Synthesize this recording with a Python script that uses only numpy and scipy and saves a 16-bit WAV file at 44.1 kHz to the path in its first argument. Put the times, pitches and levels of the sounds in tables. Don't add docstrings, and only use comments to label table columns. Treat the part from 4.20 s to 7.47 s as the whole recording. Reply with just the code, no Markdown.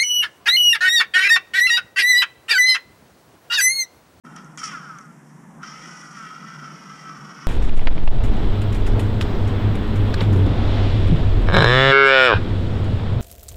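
import sys
import numpy as np
from scipy import signal
from scipy.fft import rfft, irfft, next_fast_len
from scipy.io import wavfile
from scipy.ndimage import uniform_filter1d, map_coordinates

SR = 44100
rng = np.random.default_rng(int(sys.argv[2]) if len(sys.argv) > 2 else 0)


def persist_wave(psi):
    counts = np.round(np.clip(psi, -1, 1) * 32767).astype(np.int16)
    wavfile.write(sys.argv[1], SR, np.atleast_2d(counts).T)


N = 144207

# time in seconds, level in dB, low cup modes in dB, bright resonances in dB, sizzle in dB.
THROW_LEVELS = [
    [(0.05, -53, 4.5, -5, -26), (0.076, -49.5, 9.6, -18, -22), (0.084, -57.5, 16.7, -12, -16),
     (0.128, -52, 6.5, -14, -25), (0.15, -61, 16, -5, -26), (0.165, -45, 2.1667, -7, -22),
     (0.196, -48.5, 6.6, -9, -28), (0.24, -60, 8.5, -5, -15), (0.304, -58.5, 10, -14, -25),
     (0.32, -60, 6, -5, -24), (0.34, -65.5, 19, -13, -14), (0.362, -56, 3.6, -6, -21)],
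    [(0.375, -41, 14, -6, -12), (0.387, -36, -6, -4.5, -8.5), (0.421, -40, 11, -2, -13),
     (0.431, -42.5, 1, -4, -8), (0.441, -35.5, 2, 4.5, -5.5), (0.477, -38.5, -1, -1.5, -11),
     (0.507, -38.5, 3.5, -9.5, -18.5), (0.545, -43.5, 10.5, -5, -16), (0.579, -46.5, 11, -5, -17),
     (0.779, -57, 14.5, -5, -19), (0.81, -56.5, 11.5, -3, -10), (0.891, -73.5, 18.5, -3, -15),
     (0.909, -64.5, 12, -5, -8), (1.0, -95, 4, 14, 2), (1.1, -88, 6, 23, 7), (1.25, -92, 6, 3, 0)],
]
FINGER_LEVELS = [(1.39, -90, 2, -1, -4), (1.404, -74.5, 23, -10, -18), (1.436, -42, 1.5, -6.5, -24),
                 (1.504, -47.5, 6.5, 1.5, -15), (1.53, -45, 2, -0.5, -21), (1.582, -45, 2, -6, -14),
                 (1.65, -44, -0.5, -5, -17), (1.672, -47, 3.5, -3, -11.5), (1.934, -50, 8.5, -0.5, -8),
                 (1.938, -46.5, 0, -2, -13), (2.038, -46, 10, -4.5, -14), (2.07, -43, 1.5, -11.5, -21),
                 (2.122, -47, 9, -6, -19), (2.222, -45, 2.5, -8, -27.5), (2.248, -53, 15.5, 0, -13),
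                 (2.264, -46, 0, -7, -23), (2.3, -46.5, 8, -5.5, -22), (2.47, -47, 8, -5, -20),
                 (2.53, -47, 3, -6, -21), (2.73, -47.5, 7.5, -4.5, -19), (2.808, -47, -1.5, -4.5, -18),
                 (2.86, -47, 5.5, -5.5, -22), (3.018, -49, 9, -5, -19), (3.238, -46, 5.5, -4.5, -25),
                 (3.27, -44.5, 7, -9, -26)]
# time in seconds, spacing in Hz, level over the rolling noise in dB.
OVERTONE_GLIDES = [
    [(.37, 455, -23), (.44, 440, -10.5), (.5, 398, -10), (.55, 345, 6), (.6, 300, -7), (.65, 255, -5),
     (.7, 222, 0.5), (.76, 198, 0), (.9, 170, 3.5)],
    [(1.45, 259.8, -1.5), (1.75, 248.8, 0), (1.91, 240, -2.5), (1.95, 237, 3), (2.06, 214, -1),
     (2.2, 209.8, -12), (2.25, 224, 0), (2.36, 221.3, -4.5), (2.5, 219.4, -1), (2.6, 219.6, -6),
     (2.9, 218.2, 0), (2.97, 216, -11), (3.25, 215.5, -5)],
]


def diabolo():
    throw_overtones = gliding_overtones(OVERTONE_GLIDES[0], sixth_db=3)
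    finger_overtones = gliding_overtones(OVERTONE_GLIDES[1], sixth_db=2.5)
    on_string = bearing(THROW_LEVELS[0], 0)
    in_air = bearing(THROW_LEVELS[1], throw_overtones)
    on_finger = bearing(FINGER_LEVELS, finger_overtones)
    return on_string + in_air + on_finger


# centre in Hz, width in Hz, relative level in dB.
CUP_LOW_MODES = [(690, 1200, -24.5), (1099, 204, -4), (1299, 147, 10.5), (1585, 483, -1.5)]
# centre in Hz, width in Hz, relative level in dB.
CUP_UPPER_MODES = [(1910, 222, 3), (2450, 1240, -8), (3093, 334, -3)]
# centre in Hz, width in Hz, relative level in dB.
BRIGHT_MODES = [(4740, 1350, 1.5), (5590, 325, 15), (6830, 1240, -8.5)]
# centre in Hz, width in Hz, relative level in dB per pass.
SIZZLE_BANDS = [(6690, 2040, 8), (9780, 1300, 5.5)]
TURNS_HZ, TURN_DEPTH = 50.87, 0.12
ROUGH_DB, ROUGH_PER_S = -1.5, 66


def bearing(rows, overtones):
    s, *columns = np.transpose(rows)
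    t = np.arange(N) / SR
    level_db, low_db, bright_db, sizzle_db = [np.interp(t, s, column) for column in columns]
    throb = 1 + TURN_DEPTH * np.sin(2 * np.pi * TURNS_HZ * t)
    rolling = amp(ROUGH_DB * wobble(ROUGH_PER_S)) * throb * rng.standard_normal(N)
    drive = echoed(rolling) + overtones

    def cup_ring(modes):
        return ringing(drive, modes) / np.std(ringing(rolling, modes))

    cups = amp(-3.5) * (cup_ring(CUP_UPPER_MODES) + amp(low_db) * cup_ring(CUP_LOW_MODES))
    bright = amp(bright_db) * unit(ringing(rolling, BRIGHT_MODES))
    sizzle = amp(sizzle_db) * unit(ringing(ringing(rolling, SIZZLE_BANDS), SIZZLE_BANDS))
    sounding = (t >= s[0]) & (t <= s[-1])
    return sounding * amp(level_db) * (cups + bright + sizzle)


WAVER_DB, WAVER_PER_S = 3, 14
DRIFT_RAD, DRIFT_PER_S = 0.15, 30
CLEAREST_HZ, PALER_DB_PER_KHZ = 1510, 4


def gliding_overtones(rows, sixth_db):
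    s, hz, db = np.transpose(rows)
    t = np.arange(N) / SR
    rate = np.interp(t, s, hz)
    turn = 2 * np.pi * np.cumsum(rate) / SR
    stack = np.zeros(N)
    for k in range(3, 17):
        paler_db = PALER_DB_PER_KHZ * abs(k * rate - CLEAREST_HZ) / 1000
        level_db = WAVER_DB * wobble(WAVER_PER_S) + sixth_db * (k == 6) - paler_db
        phase = k * (turn + k + DRIFT_RAD * wobble(DRIFT_PER_S))
        stack += amp(level_db) * np.sin(phase)
    return amp(np.interp(t, s, db)) * np.sqrt(4 * rate / SR) * stack


# time in seconds, delay in ms.
ROOF_DELAYS = [(0, 2.2), (.37, 2.1), (.44, 2.27), (.5, 2.51), (.55, 2.9), (.65, 3.9), (.76, 5.05),
               (.9, 5.9), (1.3, 3.4), (1.45, 2.6), (1.6, 2.2), (1.7, 2.0), (1.85, 2.08), (2.1, 2.18),
               (2.3, 2.08), (2.45, 2.2), (2.63, 2.42), (2.87, 2.55), (3.05, 2.68), (3.27, 2.72)]
ROOF_DB = 2.5


def echoed(x):
    n = np.arange(N)
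    delay_ms = np.interp(n / SR, *np.transpose(ROOF_DELAYS))
    late = map_coordinates(x, [n - delay_ms * SR / 1000])
    return (x + amp(ROOF_DB) * late) / np.sqrt(1 + amp(ROOF_DB) ** 2)


# start in seconds, crack level in dB before its band filter, crack pitch in Hz,
# knock level in dB before a common lift and the cups, t60 of the knock burst in seconds.
TICK_EVENTS = [(0.1608, -40, 9000, -31, 0.037), (0.1635, -32, 5740, -35.5, .03),
               (0.2455, -40.5, 6200, -51, .03), (0.3747, -28, 6470, -37, 0.017),
               (0.4300, -44, 5800, -21.5, 0.027), (0.7860, -31.5, 6000, -32.5, 0.023),
               (0.8115, -43, 5800, -62, .02), (0.8555, -46, 6000, -57, .02),
               (1.4110, -62, 5800, -43, 0.045), (1.4311, -33, 5630, -27, 0.041)]
# centre in Hz, width in Hz, level in dB per pass.
CRACK_BAND = [(7150, 5400, 0.5)]
# delay in ms, level in dB.
HAND_ECHOES = [(2.3, -3), (5.0, -10)]
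CRACK_T60_S, CRACK_NOISE = 0.005, 0.34
KNOCK_LIFT_DB = 7.0


def ticks_and_catch():
    crack, knock, t = np.zeros(N), np.zeros(N), np.arange(2000) / SR
    for s, crack_db, hz, knock_db, knock_t60 in TICK_EVENTS:
        start = round(s * SR)
        snap = np.sin(2 * np.pi * hz * t) + CRACK_NOISE * rng.standard_normal(len(t))
        crack[start:][:len(t)] += amp(crack_db - 60 * t / CRACK_T60_S) * snap
        thud = rng.standard_normal(len(t))
        knock[start:][:len(t)] += amp(knock_db + KNOCK_LIFT_DB - 60 * t / knock_t60) * thud
    for _ in range(3):
        crack = ringing(crack, CRACK_BAND)
    direct = crack + ringing(knock, CUP_LOW_MODES) + amp(-6.5) * ringing(knock, CUP_UPPER_MODES)
    echoes = sum(amp(db) * np.roll(direct, round(ms * SR / 1000)) for ms, db in HAND_ECHOES)
    return direct + echoes


# frequency in Hz, relative density in dB per Hz.
TRAFFIC_SPECTRUM = [(20, -38), (50, -23.5), (62, -35), (90, -29), (100, -34), (114, -49), (130, -10),
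                    (150, -1.5), (210, -5), (300, -12), (400, -19.5), (600, -22.5), (950, -17.5),
                    (1300, -22.5), (1800, -27.5), (2300, -83)]
# frequency in Hz, relative density in dB per Hz.
HISS_SPECTRUM = [(1200, -15), (1800, 8.5), (2500, -3.5), (3300, -8.5), (4300, -17.5), (4900, -13),
                 (5600, -5), (7000, -4.5), (9500, -8), (11500, -15), (13000, -17), (15300, -22)]
TRAFFIC_DB, HISS_DB, HUM_DB = -44.5, -60, -54
HUM_HZ, HUM_WIDTH_HZ = 150, 8


def city():
    rumble = amp(TRAFFIC_DB + 1.7 * wobble(3.59)) * rush(TRAFFIC_SPECTRUM, patchy_db=1.0)
    hiss = amp(HISS_DB) * rush(HISS_SPECTRUM, patchy_db=0.4)
    narrow = filtered(rng.standard_normal(N), lambda hz: np.exp(-((hz - HUM_HZ) / HUM_WIDTH_HZ) ** 2))
    return rumble + amp(HUM_DB) * unit(narrow) + hiss


def rush(spectrum, patchy_db):
    z = signal.stft(rng.standard_normal(N), nperseg=512)[2]
    over_frequency = uniform_filter1d(rng.standard_normal(z.shape), 6, 0)
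    patches = unit(uniform_filter1d(over_frequency, 14, 1))
    x = signal.istft(z * amp(patchy_db * patches), nperseg=512)[1][:N]
    f, db = np.transpose([(1, -120)] + list(spectrum) + [(SR / 2, -120)])
    return unit(filtered(x, lambda hz: amp(np.interp(np.log(hz + 1), np.log(f), db))))


def ringing(x, modes):
    def response(f):
        return sum((-1) ** k * amp(db) * 1j * f * width / (centre * centre - f * f + 1j * f * width)
                   for k, (centre, width, db) in enumerate(modes))
    return filtered(x, response)


def filtered(x, response):
    m = next_fast_len(N + SR // 2)
    return irfft(rfft(x, m) * response(np.fft.rfftfreq(m, 1 / SR)), m)[:N]


def wobble(rate):
    knots = rng.standard_normal(int(N / SR * 200) + 4)
    return map_coordinates(knots, [np.arange(N) * min(rate, 199) / SR])


def unit(x):
    return x / np.sqrt(np.mean(x ** 2) + 1e-20)


def amp(db):
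    return 10 ** (np.asarray(db) / 20)


def scene():
    return (diabolo() + ticks_and_catch() + city())[None]


START_S, FADE_S = 0.036, 0.013
TOP_HZ = 15300


def record(dry):
    fade = np.clip((np.arange(N) / SR - START_S) / FADE_S, 0, 1)
    return filtered(dry[0] * fade, lambda hz: hz < TOP_HZ)[None]


dry = scene()
out = record(dry)
persist_wave(out)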